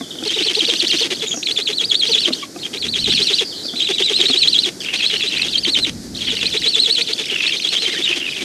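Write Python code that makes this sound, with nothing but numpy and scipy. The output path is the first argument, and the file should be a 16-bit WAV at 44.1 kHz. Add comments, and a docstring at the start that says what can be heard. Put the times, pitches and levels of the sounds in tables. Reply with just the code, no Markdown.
"""Stork chicks beg on a stick nest in a pine forest, about nine syllables a second.
In each syllable the syrinx whistles an arch of pitch that cracks into a short level note; then slack
membranes drive the throat with a pulse train, heard as a rattling rasp with a low grunt.
A second chick joins in lower down, feet excite the damped modes of the sticks, feathers rustle and
a small bird sings far off. The trunks scatter a short reverberation over the hush of the forest."""
import sys
import numpy as np
from scipy import signal
from scipy.fft import rfft, irfft, next_fast_len
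from scipy.io import wavfile
from scipy.ndimage import map_coordinates

SR = 44100
rng = np.random.default_rng(int(sys.argv[2]) if len(sys.argv) > 2 else 0)


def wrap_up_sound(samples):
    """Save the sound to the file named by the first command line argument, as 16-bit audio."""
    columns = np.atleast_2d(samples).T
    # keep every value between -1 and 1, then stretch to whole-number steps
    tamed = np.clip(columns, -1, 1)
    steps = np.round(tamed * 32767).astype(np.int16)
    wavfile.write(sys.argv[1], SR, steps)


N = 372204
TIME = np.arange(N) / SR
TYPICAL_DB = -20   # reference level of a syllable

# begging syllables: (arch start t/s, arch end t/s, top f/Hz, rise level/dB, fall level/dB,
# grunt level/dB)
SYLLABLES = [(0.253, 0.29, 4530, -27, -18.5, -29.5), (0.33, 0.382, 3920, -20.5, -26, -22),
             (0.424, 0.481, 4510, -19.5, -20, -27), (0.552, 0.6, 4810, -15.5, -13, -24),
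             (0.65, 0.699, 4700, -18, -15, -25), (0.758, .808, 5040, -16.5, -12.5, -22),
             (0.867, 0.915, 4890, -17, -13.5, -22), (0.966, 1.027, 4960, -19, -20.5, -26.5),
             (1.153, 1.206, 5300, -21.5, -46, -24.5), (1.267, 1.308, 3820, -23, -35, -79),
             (1.432, 1.471, 4580, -27, -18.5, -44), (1.514, 1.564, 4840, -16, -23, -29),
             (1.616, 1.673, 4600, -19.5, -21, -26), (1.73, 1.792, 4550, -21, -17, -35),
             (1.84, 1.906, 5020, -13.5, -15, -37), (1.95, 2.016, 4700, -16, -15.5, -40),
             (2.067, 2.136, 4900, -15, -10.5, -35), (2.181, 2.248, 4550, -16.5, -19, -25.5),
             (2.332, 2.41, 5150, -16.5, -75, -103), (2.593, 2.632, 4410, -33.5, -25, -56),
             (2.773, 2.827, 4650, -22.5, -22, -34), (2.882, 2.941, 4690, -20.5, -18.5, -36),
             (2.987, 3.057, 4550, -17.5, -16, -22), (3.101, 3.177, 4520, -13, -18, -24.5),
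             (3.217, 3.284, 4620, -14, -16, -24), (3.335, 3.39, 4730, -11, -16, -22),
             (3.762, 3.801, 4140, -23, -21, -68), (3.817, 3.873, 3990, -18.5, -21, -19.5),
             (3.923, 3.979, 3960, -17, -26, -21), (4.022, 4.084, 4010, -15.5, -16.5, -22.5),
             (4.137, 4.211, 4160, -14, -22, -26), (4.256, 4.323, 4320, -15, -14.5, -26),
             (4.365, 4.434, 4470, -15, -11.5, -45), (4.475, 4.544, 4720, -15, -16, -72),
             (4.586, 4.645, 4700, -14, -13, -24.5), (4.826, 4.852, 3700, -45, -41, -71),
             (4.959, 5.019, 4730, -21, -24, -47), (5.05, 5.111, 4350, -18, -23.5, -28.5),
             (5.158, 5.217, 4460, -22, -26, -30), (5.268, 5.317, 4080, -19.5, -32, -37),
             (5.367, 5.433, 4800, -16.5, -22, -32), (5.488, 5.54, 4680, -20.5, -20, -73),
             (5.579, 5.65, 5220, -12, -11.5, -22.5), (5.687, 5.752, 4480, -16, -14, -30),
             (5.787, 5.85, 4190, -25.5, -15, -24.5), (6.168, 6.205, 4490, -28, -34, -55),
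             (6.252, 6.302, 4480, -24.5, -26, -29), (6.36, 6.409, 4510, -24, -26, -30.5),
             (6.457, 6.522, 4780, -16, -29, -23.5), (6.568, 6.632, 4580, -16.5, -25, -29.5),
             (6.668, 6.744, 4550, -14, -15.5, -31), (6.786, 6.856, 4300, -12, -13.5, -27),
             (6.899, 6.966, 4420, -12.5, -14.5, -29), (7.015, 7.072, 4980, -12, -33, -29.5),
             (7.134, 7.176, 5300, -16.5, -53, -35), (7.239, 7.295, 4430, -38, -46, -28),
             (7.367, 7.42, 4800, -34, -36, -48), (7.462, 7.519, 4470, -18, -28, -40),
             (7.568, 7.633, 5070, -20, -23, -46), (7.675, 7.747, 4400, -19, -24, -55),
             (7.78, 7.854, 4250, -21.5, -20.5, -29), (7.901, 7.968, 4000, -26, -27, -25.5),
             (8.017, 8.075, 3805, -18.5, -21.5, -26), (8.131, 8.18, 4420, -38, -49, -71),
             (8.279, 8.347, 4170, -33, -66, -44)]
# fundamental of the grunts: (t/s, f/Hz)
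GRUNT_PITCH = [(.4, 332.6), (1.06, 324.7), (1.24, 410.7), (2.17, 430), (2.28, 333), (2.8, 400), (4.4, 397),
               (4.68, 345.2), (5.2, 411), (5.7, 313.2), (5.9, 306.6), (6.4, 460), (7, 454), (8, 348.3)]


def from_db(db):
    """Amplitude ratio of a level: a factor of ten for every 20 dB."""
    return 10 ** (np.asarray(db) / 20)


def drift(rate, size):
    """Band-limited fluctuation: a spline through `rate` random values a second, spread about 1."""
    position = np.arange(size) * rate / SR
    return map_coordinates(rng.standard_normal(4096), [position], order=3, mode="wrap")


def colour(x, spectrum):
    """Minimum-phase filter with the shape of the given spectrum; white noise keeps its power."""
    size = 2 * next_fast_len(N // 2 + 4096)
    hz, db = np.transpose(spectrum)
    bins_hz = np.fft.rfftfreq(size, 1 / SR)
    gain = from_db(np.interp(np.log(bins_hz + 1), np.log(hz), db))
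    gain /= np.sqrt(np.mean(gain ** 2))
    cepstrum = irfft(np.log(gain))
    cepstrum[1:size // 2] *= 2   # folding the cepstrum makes the filter causal
    cepstrum[size // 2 + 1:] = 0
    return irfft(rfft(x, size) * np.exp(rfft(cepstrum)))[:N]


def span(start, end):
    """The sampling instants between two times."""
    return TIME[max(int(start * SR), 0):max(int(end * SR), 2)]


def add(track, t, sound):
    """Superposition: a sound adds to the track at its sampling instants."""
    track[np.round(t * SR).astype(int)] += sound


def gate(t, start, end, edge):
    """Amplitude window from start to end, with smooth flanks of time scale `edge`."""
    return (1 + np.tanh((t - start) / edge)) * (1 + np.tanh((end - t) / edge)) / 4


def whistle(hz, overtone_db):
    """Oscillator whose phase is the integral of frequency, with a flickering second harmonic."""
    phase = 2 * np.pi * np.cumsum(hz) / SR
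    overtone = from_db(overtone_db) * (1 + .5 * drift(886, len(hz)))
    return np.sqrt(2) * (np.sin(phase) + overtone * np.sin(2 * phase))


def glide(start, end, from_hz, to_hz, db, scatter_hz, flutter_db, overtone_db, waver_hz=0):
    """A linear sweep; random frequency modulation broadens it from a pure tone to a buzz."""
    out, t = np.zeros(N), span(start - .01, end + .01)
    hz = np.interp(t, [start, end], [from_hz, to_hz]) + scatter_hz * drift(1092, len(t))
    hz -= waver_hz * np.sin(np.pi * (t - start) / .055) ** 2   # one dip every 55 ms
    swell = from_db(db + flutter_db * drift(239.5, len(t))) * gate(t, start + .00024, end - .002, .0053)
    add(out, t, swell * whistle(hz, overtone_db))
    return out


def forest(level_db=-35):
    """Ambient noise: a broad continuous spectrum whose level wavers slightly."""
    # spectrum of the forest: (f/Hz, relative level/dB)
    spectrum = [(18, -56), (30, -30), (152, -3), (320, 3), (1100, -20), (1570, -16), (2040, -17),
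                (2770, -23.5), (4630, -9), (7170, -14.5), (13000, -26.5), (14000, -36.5)]
    return from_db(level_db + drift(17, N)) * colour(rng.standard_normal(N), spectrum)


def feathers():
    """Brushing and flapping plumage radiates low, amplitude-modulated noise."""
    # envelope of the rustle: (t/s, level/dB)
    rustle = [(0, -52), (2.68, -60), (2.83, -39.5), (3.13, -30.5), (3.45, -64), (4.3, -45), (5.1, -50),
              (5.6, -40), (6.06, -33), (6.5, -40.5), (7.1, -61)]
    # spectrum of the plumage: (f/Hz, relative level/dB)
    plumage = [(25, -17), (60, 0.5), (130, 0.5), (250, 5.5), (450, -24), (1000, -79)]
    db = np.interp(TIME, *np.transpose(rustle)) + 2 * drift(40, N)
    return from_db(db) * colour(rng.standard_normal(N), plumage)


def songbird(slur_from_hz=3700, slur_to_hz=3010, buzz_end_ratio=.9):
    """Falling sweeps of a small bird: weak frequency modulation gives slurs, strong gives buzzes."""
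    # pure down-slurs: (start t/s, end t/s, level/dB)
    slur_notes = [(.003, 0.051, -37), (0.109, 0.116, -25.5), (0.185, 0.191, -22.5), (3.515, 3.536, -29),
                  (3.681, 3.703, -24.5)]
    # buzzes: (start t/s, end t/s, start f/Hz, level/dB)
    buzz_notes = [(1.265, 1.378, 6910, -33), (1.36, 1.409, 5840, -34), (3.443, 3.51, 4950, -29),
                  (3.542, 3.63, 4200, -34.5), (3.632, 3.68, 4850, -30.5)]
    slurs = sum(glide(start, end, slur_from_hz, slur_to_hz, db,
                      scatter_hz=30, flutter_db=5, overtone_db=-47)
                for start, end, db in slur_notes)
    buzzes = sum(glide(start, end, hz, hz * buzz_end_ratio, db,
                       scatter_hz=242, flutter_db=4, overtone_db=-47)
                 for start, end, hz, db in buzz_notes)
    return slurs + buzzes


def steps(level_db=-4):
    """Impact excitation: each footfall sets the sticks ringing in exponentially damped modes."""
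    # feet on the nest: (t/s, relative level/dB)
    footfalls = [(.01, -43), (0.155, -52), (0.205, -54), (0.226, -44), (1.342, -44), (1.373, -46.5),
                 (2.283, -39.5), (2.306, -41), (2.562, -47.5), (3.653, -49), (3.737, -47.5), (4.3, -42.5)]
    # modes of the sticks: (f/Hz, relative level/dB, 60 dB decay time t/s)
    modes = [(299.6, 28.5, 0.088), (444, 25, 0.031), (646, 21.5, 0.056), (1277, 17, 0.042),
             (1420, 18, 0.018), (2460, 17, 0.03)]
    knocks = np.zeros(N)
    for start, force_db in footfalls:
        t = span(start, start + .081)
        age = t - t[0]
        for hz, mode_db, t60 in modes:
            peak_db = level_db + force_db + mode_db + rng.normal(0, 2.55)
            mode_hz = hz * rng.uniform(.805, 1.17)
            add(knocks, t, from_db(peak_db - 60 * age / t60) * np.sin(2 * np.pi * mode_hz * age))
    radiation = signal.butter(2, 220, "high", fs=SR, output="sos")   # thin sticks radiate no bass
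    return signal.sosfilt(radiation, knocks)


def syllables(typical_note_hz=3304, typical_top_hz=4500, typical_grunt_hz=390):
    """Covariation in one voice: the level note follows its syllable in pitch and strength."""
    # hoarseness of the voice, bout by bout: (t/s, relative level/dB)
    hoarse_levels = [(.3, -25), (1, -18.5), (1.2, -29.5), (1.65, -57), (1.99, -41), (2.09, -21.5),
                     (2.23, -23.5), (2.55, -39), (2.9, -74), (3.04, -19.5), (3.36, -21.5), (3.75, -32.5),
                     (4.15, -24.5), (5.58, -27), (5.71, -58), (5.86, -51), (6.16, -27), (7.15, -28.5),
                     (7.28, -24), (8.4, -29)]
    for start, end, top_hz, rise_db, fall_db, grunt_db in SYLLABLES:
        tension_hz = np.interp(end, *np.transpose(GRUNT_PITCH)) - typical_grunt_hz
        note_hz = typical_note_hz + .124 * (top_hz - typical_top_hz) + 2.1 * tension_hz
        note_hz += rng.normal(0, 49)
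        note_db = -17.5 + .51 * ((rise_db + fall_db) / 2 - TYPICAL_DB)
        note_s = np.interp(grunt_db, [-45, -20], [.03, .017])   # a strong grunt cuts the note short
        hoarse_db = np.interp((start + end) / 2, *np.transpose(hoarse_levels))
        yield start, end, top_hz, rise_db, fall_db, note_hz, note_db, note_s, hoarse_db


def hoarseness(hiss_db=-11.5, squeak_db=-3, squeak_hz=3350, grain_db=5.5, lead_s=.022, tail_s=.023):
    """Flow noise hisses unevenly through the bill; strained membranes squeak at a chaotic pitch."""
    # spectrum of air in the bill: (f/Hz, relative level/dB)
    bill = [(300, -2), (1000, -6.5), (1900, 10.5), (2600, 11), (3500, -16.5), (4500, 24), (5400, 18.5),
            (6600, 13), (7400, 8), (8400, 9), (10000, -1), (14000, -9)]
    power, squeaks = np.zeros(N), np.zeros(N)
    for start, end, *_, hoarse_db in syllables():
        t = span(start - .05, end + .07)
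        strain = from_db(hoarse_db) * gate(t, start - lead_s, end + tail_s, .0018)
        add(power, t, (strain * from_db(grain_db * drift(601.4, len(t)))) ** 2)
        hz = squeak_hz + 450 * drift(200, len(t))
        add(squeaks, t, strain * drift(251.2, len(t)) * whistle(hz, overtone_db=-53))
    hiss = colour(np.sqrt(power) * rng.standard_normal(N), bill)
    return from_db(hiss_db) * hiss + from_db(squeak_db) * squeaks


def arches(foot_hz=3450, fold_hz=950, fold_s=.00667, crack_s=.00587, sag_hz_per_s=4000,
           level_db=-.5, shimmer_db=4, crack_db=-6, upper_db=-7, lower_db=-4):
    """Oscillation of the syrinx: an arched whistle whose pitch breaks down and up at both feet."""
    # the whistle thins out as it climbs: (f/Hz, relative level/dB)
    thinning = [(4100, 0), (4450, -6), (4700, -13), (5000, -24)]
    out = np.zeros(N)
    for start, end, top_hz, rise_db, fall_db, note_hz, note_db, note_s, hoarse_db in syllables():
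        t = span(start - .015, end + .05)
        along = (2 * t - start - end) / (end - start)   # -1 to 1 over the arch
        depth_hz = np.clip(top_hz - foot_hz, 750, 1400)
        arch_hz = top_hz - depth_hz * np.minimum(np.abs(along), 1) ** 1.9   # nearly a parabola
        arch_hz += 55 * drift(167, len(t))
        held_hz = note_hz - sag_hz_per_s * (t - end - .013)   # the level note sags a little
        from_crack = np.minimum(np.abs(t - start + .0009), np.abs(t - end - .001))
        cracking = np.exp(-(from_crack / crack_s) ** 2)
        folds = np.clip(.35 * drift(450, len(t)) - np.cos(2 * np.pi * from_crack / fold_s), -1.2, .55)
        jitter_hz = 45 * drift(592, len(t))
        hz = np.where(t < end, arch_hz, held_hz) + jitter_hz + fold_hz * cracking * folds

        db = level_db + np.interp(along, [-.4, .4, 1, 1.1], [rise_db, fall_db, fall_db, note_db])
        db += np.interp(arch_hz, *np.transpose(thinning))
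        db += crack_db * cracking * np.maximum(-folds, 0)   # the dives are weak
        db += shimmer_db * drift(257, len(t))
        roughness = from_db(np.clip(hoarse_db - fall_db, -20, 0) / 2)
        db += 2 * roughness * drift(1300, len(t))   # hoarse syllables rattle
        swell = from_db(db) * gate(t, start - .004, end + note_s, .003)
        add(out, t, swell * whistle(hz, overtone_db=np.where(t < end, -22, -19)))

        # biphonation: the other side of the syrinx sounds weak lines above and below the arch
        upper_hz = 1.24 * arch_hz + 90 * drift(1043, len(t))
        upper = from_db(upper_db) * whistle(upper_hz, overtone_db=-22)
        lower_hz = .66 * top_hz - 550 * along + 130 * drift(489.4, len(t))
        lower = from_db(lower_db) * whistle(lower_hz, overtone_db=-30)
        add(out, t, from_db(hoarse_db) * gate(t, start + .014, end - .008, .025) * (upper + lower))
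    return out


def grunts(delay_s=.033):
    """Excitation of the rasps: one ends each syllable and grows with its strength; some come alone."""
    # rasps off the beat: (t/s, rattle level/dB, grunt f/Hz, grunt level/dB)
    lone_rasps = [(.269, -28, 395, -23), (.375, -27.5, 424, -24), (.47, -30, 429, -26.5),
                  (.58, -31, 439, -21.5), (.693, -26.5, 460, -21.5), (1.02, -28, 444, -23.5),
                  (1.124, -21, 389.4, -23), (2.103, -32, 438, -22.5), (2.753, -26.5, 403, -32),
                  (4.205, -25, 372, -22.5), (4.303, -23.5, 425, -28), (4.952, -21.5, 320, -33),
                  (7.74, -22, 364.5, -44), (7.839, -24, 432, -41), (7.943, -27.5, 431, -33),
                  (8.176, -25, 319, -27.5), (8.425, -27.5, 335.6, -30)]
    for _, end, _, rise_db, _, grunt_db in SYLLABLES:
        at = end + delay_s
        rattle_db = -22.5 + .35 * ((rise_db + grunt_db) / 2 - TYPICAL_DB)
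        yield at, rattle_db, np.interp(at, *np.transpose(GRUNT_PITCH)), grunt_db
    yield from lone_rasps


def rasps(jitter=.085, uneven_db=3, puff_s=.0063, slap_db=-2, puff_db=-5, scrap_db=-5, steady_hz=480):
    """Source and filter: slack membranes slap once a grunt cycle and excite the throat's resonances."""
    # response of the throat: (f/Hz, relative level/dB)
    throat = [(150, -65.5), (450, 3.5), (1000, -9.5), (1600, -4.5), (2200, 3.5), (2700, 5), (3400, 9),
              (4200, 1.5), (5100, -2.5), (6500, -3), (7400, -12), (8400, -9.5), (10000, -17), (14000, -32)]
    slaps, tones = np.zeros(N), np.zeros(N)
    for at, rattle_db, grunt_hz, grunt_db in grunts():
        t = span(at - .045, at + .045)
        sag_per_s = 22 * (steady_hz / grunt_hz - 1)   # the lower the grunt, the faster it sinks
        hz = grunt_hz * np.exp(-sag_per_s * (t - at) + jitter * drift(300, len(t)))
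        cycles = np.cumsum(hz) / SR
        closing = np.diff(np.floor(cycles), prepend=0) > 0
        force = from_db(rattle_db + uneven_db * drift(509, len(t)))
        force *= gate(t, at - .02, at + .014, .0035)
        add(slaps, t, closing * force * np.sqrt(SR / grunt_hz))
        grunt = from_db(grunt_db) * whistle(hz, overtone_db=-13.5)
        add(tones, t, gate(t, at - .01, at + .01, .0055) * grunt)
        # scraps of the whistle break through the first half of the rasp
        scraps = whistle(3300 + 500 * drift(350, len(t)), overtone_db=-24)
        add(tones, t, from_db(scrap_db) * force * gate(t, at - .03, at, .0021) * scraps)
    decay = np.exp(-2 / (puff_s * SR))   # each slap lets out a short puff of air
    puff_power = signal.lfilter([1 - decay], [1, -decay], slaps ** 2 + 1e-18)
    puffs = np.sqrt(puff_power) * rng.standard_normal(N)
    return colour(from_db(slap_db) * slaps + from_db(puff_db) * puffs, throat) + tones


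def peep():
    """A soft, low sweep with a strong second harmonic."""
    # the peep: (start t/s, end t/s, start f/Hz, end f/Hz, level/dB)
    notes = [(2.43, 2.442, 1175, 1085, -25.5)]
    return sum(glide(*note, scatter_hz=15, flutter_db=1, overtone_db=-4) for note in notes)


def second_chick(sag_hz_per_s=4700, air_db=-5):
    """Lower squeals waver and sink; noise modulated by the voice gives them a husky edge."""
    # squeals: (start t/s, end t/s, start f/Hz, level/dB)
    squeals = [(3.125, 3.135, 3524, -9), (4.852, 4.963, 3180, -28.5), (4.984, 5.055, 2960, -24.5),
               (5.097, 5.172, 3340, -23), (5.194, 5.264, 3016, -27), (5.298, 5.387, 3070, -27),
               (5.375, 5.448, 2986, -26.5), (6.269, 6.305, 3420, -21), (6.364, 6.488, 3096, -27.5),
               (7.292, 7.394, 3250, -24.5), (7.388, 7.465, 2950, -26), (7.454, 7.557, 3030, -25.5),
               (7.868, 7.983, 2413, -32.5), (8.044, 8.154, 3256, -24), (8.198, 8.296, 3200, -27),
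               (8.323, 8.43, 2970, -31)]
    # spectrum of the husky edge: (f/Hz, relative level/dB)
    husk = [(500, -3), (1300, 1), (2100, 16.5), (3200, 19), (12000, -54)]
    voice = sum(glide(start, end, hz, hz - sag_hz_per_s * (end - start), db,
                      scatter_hz=80, flutter_db=5.5, overtone_db=-30, waver_hz=331.8)
                for start, end, hz, db in squeals)
    return voice + from_db(air_db) * colour(voice * rng.standard_normal(N), husk)


def trunks(x, echo_db=-20, t60=.23):
    """Scattering from the trunks adds a diffuse, exponentially decaying tail to the direct sound."""
    t = span(0, .6)
    tail = rng.standard_normal(len(t)) * from_db(-60 * t / t60) * (t > .008)
    return x + from_db(echo_db) * signal.fftconvolve(x, tail / np.linalg.norm(tail))[:N]


def scene():
    """All sources superpose at one point beside the nest, the same in both channels."""
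    nest = trunks(peep() + steps() + arches() + hoarseness() + rasps() + second_chick())
    far_song = trunks(songbird(), echo_db=-.5, t60=.42)   # far off, the tail rivals the direct sound
    return np.tile(nest + far_song + feathers() + forest(), (2, 1))


def record(dry, cutoff_hz=13900):
    """Clipping at full scale, then band limiting by a steep low-pass filter."""
    low_pass = signal.ellip(10, .1, 80, cutoff_hz, fs=SR, output="sos")
    return signal.sosfilt(low_pass, np.clip(dry, -1, 1))


dry = scene()
out = record(dry)
wrap_up_sound(out)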